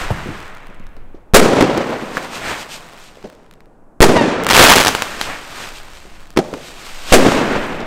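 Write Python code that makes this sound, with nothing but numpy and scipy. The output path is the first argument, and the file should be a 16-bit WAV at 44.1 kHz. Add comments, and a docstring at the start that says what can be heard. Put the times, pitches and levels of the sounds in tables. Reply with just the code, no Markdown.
"""A firework cake fires at night, close to a microphone that overloads on every shell burst.
At first an earlier burst rolls away in a light wind, while tubes thump, stars hiss and sparks tick.
At 1.3 s a shell's blast wave reverberates around the neighbourhood. The next, at 4 s, draws a falling
tone from a slatted fence and scatters crackling stars, whose tiny shocks merge into a dense volley.
More thumps and hiss lead to a last burst at 7.1 s, which the walls throw back."""
import sys
import numpy as np
from scipy import signal
from scipy.fft import rfft, irfft, next_fast_len
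from scipy.io import wavfile
from scipy.ndimage import map_coordinates

SR = 44100
rng = np.random.default_rng(int(sys.argv[2]) if len(sys.argv) > 2 else 0)


def int16_out(signal):
    """Quantize to a 16-bit WAV file."""
    q = np.round(np.clip(np.atleast_2d(signal).T, -1, 1) * 32767)
    wavfile.write(sys.argv[1], SR, q.astype(np.int16))


N = 346626


def amp(db):
    """Amplitude ratio of a level in decibels."""
    return 10 ** (np.asarray(db) / 20)


def unit(x):
    """Normalisation to rms 1."""
    return x / np.sqrt(np.mean(x ** 2) + 1e-20)


def along(points, hz):
    """Interpolation of (f/Hz, value) points on a logarithmic frequency axis."""
    f, v = np.transpose(points)
    return np.interp(np.log(hz + 1), np.log(f + 1), v)


def clock(size=N):
    """Sample times in seconds."""
    return np.arange(size) / SR


def wobble(rate, size=N):
    """Random modulation: a spline through `rate` Gaussian knots a second."""
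    return map_coordinates(rng.standard_normal(size // 16), [clock(size) * rate], mode="wrap")


def filtered(x, response):
    """Linear filtering: the spectrum of x times a frequency response."""
    size = x.shape[-1]
    padded = next_fast_len(size + 8192)
    return irfft(rfft(x, padded) * response(np.fft.rfftfreq(padded, 1 / SR)), padded)[..., :size]


def noise(spectrum, size=N):
    """Spectral shaping of white noise, scaled to rms 1."""
    return unit(filtered(rng.standard_normal(size), lambda hz: amp(along(spectrum, hz))))


def add(track, s, sound):
    """Superposition of a sound starting at time s, which may be negative."""
    start = round(s * SR)
    sound = sound[max(-start, 0):]
    part = track[max(start, 0):][:len(sound)]
    part += sound[:len(part)]


def swells(rows):
    """Sum of Gaussian envelopes, each given as t/s, half length/s, level/dB."""
    t = clock()
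    return sum(amp(db) * np.exp(-((t - s) / half) ** 2) for s, half, db in rows)


def shock(t, length):
    """Blast-wave shape: a jump that falls to zero in `length` seconds, then a longer undershoot."""
    return (1 - t / length) * np.exp(-t / length)


def n_wave(t, length):
    """N-wave of a small explosion: pressure jumps, slides into rarefaction and recovers smoothly."""
    u = t / length
    return (1 - 2.2 * u) * np.exp(-u ** 3)


def scatter(spectrum, t60, rise, lumpy_db, size=SR):
    """Diffuse reflection: many small echoes of uneven strength build up and decay exponentially."""
    t = clock(size)
    lumps = unit(amp(lumpy_db * wobble(170, size)))
    return noise(spectrum, size) * lumps * amp(-60 * t / t60) * (1 - np.exp(-t / rise))


# gusts: t/s, half length/s, level/dB
GUSTS = [(.02, 0.26, -23.5), (.95, 0.31, -31), (5.23, 0.12, -35), (6.2, 1, -37), (7.4, 0.36, -25)]
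# spectra of wind buffeting and of the night's murmur: f/Hz, level/dB
WIND_SPECTRUM = [(4, -9.5), (12, 6.5), (25, -7), (50, -19.5), (100, -25), (200, -38), (600, -67.5)]
NIGHT_SPECTRUM = [(30, -7.5), (150, 11), (500, 7.5), (900, 3), (1600, -8), (3000, -40), (8000, -26),
                  (16000, -39)]


def air():
    """Turbulence: a light wind varies the pressure on the microphone, over the murmur of the night."""
    breeze_db, night_db = -44.5, -50.5
    wind = (amp(breeze_db) + swells(GUSTS)) * amp(1.1 * wobble(1.8))
    return wind * noise(WIND_SPECTRUM) + amp(night_db) * noise(NIGHT_SPECTRUM)


# single stars flaring: t/s, half length/s, rush level/dB, fizz level/dB
FLARES = [(.01, 0.053, -32.5, -36), (2.164, 0.03, -58, -41.5), (2.241, 0.025, -42, -42),
          (2.357, 0.032, -38, -32.5), (2.494, 0.064, -24, -31.5), (2.607, 0.032, -38, -35),
          (2.738, .032, -50, -33), (3.05, .046, -68.5, -49.5), (5.236, 0.037, -56, -35),
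          (5.312, 0.053, -30, -49.5), (5.619, 0.08, -37, -38.5), (5.77, .029, -70, -43),
          (5.974, .05, -71.5, -53.5), (6.672, 0.029, -69, -43.5), (6.875, 0.025, -50, -44),
          (7.122, 0.042, -30, -28.5), (7.3, 0.076, -31, -31.5), (7.56, 0.032, -27, -55)]
# clusters drifting away or closer: t/s, burn length/s, rush level/dB, fizz level/dB, drift/(dB/s)
CLUSTERS = [(-.1, 0.48, -27, -38.5, -14.5), (1.405, 1.13, -35, -41.5, -1.5), (2.64, .59, -53, -46.5, -15.5),
            (4.15, 0.58, -27, -66, 1.5), (4.803, 1.4, -29.5, -31, -14.5), (6.396, 0.78, -49, -47.5, 15.5),
            (7.126, 0.57, -21.5, -36, -13)]


def burning():
    """Combustion envelopes of rush and fizz: clusters catch, burn and die; single stars flare on top."""
    catch_s, rush_fade_db_per_s, fizz_fade_db_per_s = 0.06, 30.5, 54
    rush = swells([(s, half, db) for s, half, db, _ in FLARES])
    fizz = swells([(s, half, db) for s, half, _, db in FLARES])
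    t = clock(4 * SR)
    for s, length, rush_db, fizz_db, drift in CLUSTERS:
        alight = (1 - np.exp(-t / catch_s)) * amp(drift * np.minimum(t, length))
        spent = np.maximum(t - length, 0)
        add(rush, s, alight * amp(rush_db - rush_fade_db_per_s * spent))
        add(fizz, s, alight * amp(fizz_db - fizz_fade_db_per_s * spent))
    return rush, fizz


# spectra of a burning star's low rush and high fizz: f/Hz, level/dB
RUSH_SPECTRUM = [(150, -4.5), (400, -2.5), (700, -0.5), (1500, 0.5), (2500, -5), (4000, -18.5),
                 (8000, -59.5), (16000, -57)]
FIZZ_SPECTRUM = [(800, -25.5), (2500, 5), (4500, 1.5), (6000, -2), (8500, -3.5), (10000, -14), (14000, -13),
                 (16000, -36)]


def hiss(rush, fizz):
    """Combustion noise of the stars, amplitude-modulated as they tumble."""
    flutter = amp(0.41 * wobble(30) + 0.92 * wobble(400))
    return flutter * (rush * noise(RUSH_SPECTRUM) + fizz * noise(FIZZ_SPECTRUM))


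# clear ticks of dying sparks: t/s, level/dB
TICKS = [(.55, -30), (.572, -26), (.67, -30.5), (.745, -32.5), (.7975, -31), (.868, -28), (.9665, -32),
         (1.7767, -6.5), (2.989, -24), (3.2275, -29), (3.3, -27), (3.512, -31), (3.538, -29), (3.6058, -32),
         (6.205, -28.5), (6.305, -24)]
# spectrum of the scatter from ticks and cracks: f/Hz, level/dB
SHARP_SPECTRUM = [(80, -4.5), (400, 2.5), (1500, 4.5), (3000, 2), (8000, -7.5), (16000, -19)]


def sparks(fizz):
    """Shot noise of dying sparks: a few clear ticks among faint ones that thin out with the fizz."""
    full_rate_per_s, faint_fizz_db, thinning_db = 110, -70, 4
    out, t = np.zeros(N), clock(1024)
    over_db = 20 * np.log10(fizz + 1e-9) - faint_fizz_db
    rate = full_rate_per_s / (1 + 2 * np.exp(-over_db / thinning_db))
    level_db = -43 + 0.43 * over_db + 3 * rng.standard_normal(N)
    faint = [(i / SR, level_db[i]) for i in np.flatnonzero(rng.random(N) < rate / SR)]
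    wash = noise(SHARP_SPECTRUM)
    for s, db in list(TICKS) + faint:
        spray = amp(-8) * wash[rng.integers(N // 2):][:len(t)] * np.exp(-t / 0.00086)
        length = 0.00037 * np.exp(rng.standard_normal() / np.pi)
        add(out, s, amp(db) * (n_wave(t, length) + spray))
    return out


# single crackling stars: t/s, level/dB, shock length/s
CRACKS = [(4.4368, -6, .00009), (4.4468, -8, 0.00016), (4.4668, 6, 0.00036), (4.4872, 2, .00027),
          (4.4905, 8, .00034), (4.8, 4, .0005), (4.806, -9, 0.00051), (4.8285, -1, 0.00029),
          (4.8378, 2, 0.00037), (4.8487, 9, .00047), (4.8618, 5, 0.00055), (4.871, 10, 0.00068),
          (4.8808, 14.5, 0.0006), (4.889, 5, 0.00057), (4.9502, 7.5, 0.00055), (5.0218, 7, 0.00032),
          (5.2132, 5, 0.0004)]


def crackle():
    """Random impulse train: stars explode as tiny reverberating shocks, the denser the louder."""
    start_s, peak_s, end_s, half_s = 4.492, 4.645, 4.89, 0.135
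    peak_rate_per_s, peak_db = 720, 10.5
    out, t, age = np.zeros(N), clock(512), clock(SR // 2)
    off_peak = ((clock() - peak_s) / half_s) ** 2
    rate = peak_rate_per_s * np.exp(-off_peak)
    live = (clock() > start_s) & (clock() < end_s)
    level_db = peak_db - 3 * off_peak + 4 * rng.standard_normal(N)
    lengths = 0.00036 * np.exp(0.45 * rng.standard_normal(N))
    starts = np.flatnonzero(live & (rng.random(N) < rate / SR))
    volley = [(i / SR, level_db[i], lengths[i]) for i in starts]
    # splinters of the casing first, then the yard, then the street
    decay = amp(-8 - 60 * age / 0.006) + amp(-32 - 60 * age / 0.13) + amp(-43 - 60 * age / 0.8)
    wash = noise(SHARP_SPECTRUM, N + SR)
    for s, db, length in volley + list(CRACKS):
        tail = decay * wash[rng.integers(N):][:len(age)]
        add(out, s, -amp(db) * n_wave(t, length))
        add(out, s, amp(db) * np.sqrt(length / 0.0006) * tail)  # longer shocks carry more energy
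    return out


# tubes and farther reports: t/s, level/dB, f/Hz, relative scatter level/dB, relative spit level/dB
THUMPS = [(.1048, 1.5, 670, -24.5, -34), (0.1068, -6, 80, -8, -32), (.259, -19.5, 216, -6.5, -35),
          (.288, -11, 165, -13, -28), (.69, -27.5, 150, -9, -35), (.8, -26.5, 110, -9, -35),
          (.967, -22.5, 244, -17, -20), (1.145, -16, 314, -25, -46), (1.609, 12, 305, -21, -12.5),
          (1.625, 13, 308, -24, -18), (2.17, 8.5, 1400, -37, -24), (2.1778, -2, 1590, -27, -17),
          (3.172, -22, 504, -23, -27), (3.241, -19, 330, -8.5, -19), (4.592, 14, 310, -16.5, -33.5),
          (4.608, 7, 303, -17, -18), (6.053, -23, 420, -16, -28), (6.364, -5, 382, -18, -18),
          (6.3726, 14, 350, -31, -15.5), (6.3888, 14.5, 390, -28, -24), (6.5295, -5, 480, -29, -30),
          (6.5387, -9, 328, -16, -13)]
# spectra of gas leaving a muzzle and of a dull echo: f/Hz, level/dB
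SPIT_SPECTRUM = [(200, 10.5), (800, 11.5), (3000, 1), (5000, -5), (9000, -15), (16000, -29)]
DULL_SPECTRUM = [(40, -27), (150, -2), (300, -1), (550, 0), (1000, -16.5), (2500, -28), (6000, -30.5),
                 (16000, -61.5)]


def thumps():
    """Damped resonance: a charge spits gas with a sharp front and rings its tube; yard and street echo."""
    ring_cycles = 5.5  # per 60 dB of decay
    out, t = np.zeros(N), clock(SR)
    for s, db, hz, scatter_db, spit_db in THUMPS:
        ring = np.sin(2 * np.pi * hz * t) * amp(-60 * t * hz / ring_cycles) * (1 - np.exp(-2 * hz * t))
        gas = noise(SPIT_SPECTRUM, SR) * amp(-60 * t / 0.028)
        front = 5 * shock(t, 0.16 / hz) * (1 - np.exp(-t / 0.000069))
        # a deeper thump has deeper reflections
        colour = [(f * (hz / 330) ** 0.85, level) for f, level in DULL_SPECTRUM]
        yard = scatter(colour, t60=0.17, rise=0.00069, lumpy_db=2.5)
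        street = amp(-13.5) * scatter(colour, t60=1.0, rise=0.036, lumpy_db=2.0)
        add(out, s, amp(db) * (amp(scatter_db) * (yard + street) + amp(spit_db) * (gas - front) - ring))
    return out


# spectrum of the slat echoes: f/Hz, level/dB
FENCE_SPECTRUM = [(400, -32), (950, 9.5), (1900, 4), (3000, -2), (4200, -7), (7000, -24), (16000, -56)]


def fence_echo(s, db, start_hz, end_hz, settle, t60):
    """Repetition pitch: a fence returns a burst slat by slat; as the echoes spread, the pitch falls."""
    out, t = np.zeros(N), clock(SR // 2)
    rate = end_hz + (start_hz - end_hz) * np.exp(-t / settle)
    arrivals = np.diff(np.floor(np.cumsum(rate) / SR), prepend=0)
    slats = arrivals * amp(4 * rng.standard_normal(len(t)))
    tone = unit(filtered(slats, lambda hz: amp(along(FENCE_SPECTRUM, hz))))
    add(out, s, amp(db) * tone * amp(-60 * t / t60) * (1 - np.exp(-t / 0.0063)))
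    return out


# spectrum of the scatter off houses and trees: f/Hz, level/dB
FAR_SPECTRUM = [(25, -24.5), (80, -17.5), (150, -5), (250, 4), (500, 0), (900, -9), (2000, -16.5),
                (4000, -22.5), (8000, -24.5), (16000, -35)]
# its reverberation time: f/Hz, T60/s
FAR_T60 = [(60, 3.5), (300, 1.76), (1000, 2.85), (2500, 2.54), (5000, 1.55), (12000, 0.54)]


def roll(lumpy_db, linger_db, linger_t60, size=3 * SR):
    """Reverberation of the neighbourhood: air absorbs the treble first, and a dull rumble lingers."""
    hz, t, spectra = signal.stft(noise(FAR_SPECTRUM, size), SR, nperseg=512)
    decay = amp(-60 * t / along(FAR_T60, hz)[:, None])
    tail = signal.istft(spectra * decay, SR, nperseg=512)[1][:size]
    tail += amp(linger_db) * scatter(DULL_SPECTRUM, linger_t60, rise=0.13, lumpy_db=0.91, size=size)
    lumps = unit(amp(lumpy_db * (wobble(25, size) + wobble(140, size))))
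    return tail * lumps * (1 - np.exp(-clock(size) / 0.0023))


# shell bursts: t/s, shock level/dB, shock length/s, near scatter level/dB, its delay/s,
# roll level/dB, low thud of the microphone recovering from overload/full scale
BURSTS = [(-1.3335, 27, .0017, 17, .0055, -9.5, 2), (1.3372, 23, 0.0019, 17, 0.0056, -7, 3.3),
          (4.0048, 41, .0011, 7.5, .012, -9.5, -3), (7.1215, 27.5, 0.00085, 13, .002, -9, 3.5)]
# echoes of the bursts off walls: t/s, level/dB
WALL_ECHOES = [(1.415, -3), (1.454, -6.5), (1.523, -4.5), (1.568, -7), (1.775, -18), (1.806, -16.5),
               (4.091, -1), (4.153, -3), (4.167, -10.5), (4.211, -3.5), (7.205, -9), (7.247, -3),
               (7.265, -0.5), (7.285, -9), (7.318, -9), (7.347, -6.5), (7.467, -14), (7.555, -11.5),
               (7.804, -15.5)]
# spectra of the scatter off ground and fences and of a wall's echo: f/Hz, level/dB
NEAR_SPECTRUM = [(30, -15.5), (150, -12.5), (400, 10.5), (900, -2.5), (2000, -5.5), (4000, -13),
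                 (8000, -15), (16000, -30)]
WALL_SPECTRUM = [(60, -7.5), (200, 6), (550, 4.5), (1000, -7.5), (2500, -16.5), (6000, -26), (16000, -56)]


def bursts():
    """Multipath propagation: a blast arrives directly, then as echoes; the overloaded microphone thuds."""
    out, t = np.zeros(N), clock(SR)
    for s, db, length, near_db, delay, roll_db, thud in BURSTS:
        add(out, s, amp(db) * shock(t, length))
        add(out, s + 0.0066, amp(db - 15.5) * shock(t, length * 0.2))  # ground reflection
        add(out, s, thud * shock(t, length=0.028))  # the microphone recovers from overload
        add(out, s + delay, amp(near_db) * scatter(NEAR_SPECTRUM, t60=0.13, rise=0.0032, lumpy_db=5.5))
        add(out, s, amp(roll_db) * roll(lumpy_db=1.26, linger_db=-27.5, linger_t60=4.8))
    specular = shock(t, 0.00036) * (1 - np.exp(-t / 0.0001))
    for s, db in WALL_ECHOES:
        diffuse = scatter(WALL_SPECTRUM, t60=0.097, rise=0.001, lumpy_db=4.5)
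        add(out, s, amp(db) * (diffuse + specular))
    return out


def scene():
    """Superposition of all sources at one microphone, which feeds both channels."""
    fence = fence_echo(s=4.15, db=-15.5, start_hz=1024, end_hz=747, settle=0.11, t60=0.53)
    rush, fizz = burning()
    mono = bursts() + fence + thumps() + crackle() + sparks(fizz) + hiss(rush, fizz) + air()
    return np.array([mono, mono])


def record(dry):
    """Saturation: the overloaded input flattens the peaks, then a steep low-pass limits the band."""
    ceiling, hardness, cutoff_hz = 0.92, 6, 15750
    clipped = dry / (1 + np.abs(dry / ceiling) ** hardness) ** (1 / hardness)
    return filtered(clipped, lambda hz: 1 / np.sqrt(1 + (hz / cutoff_hz) ** 200))


dry = scene()
out = record(dry)
int16_out(out)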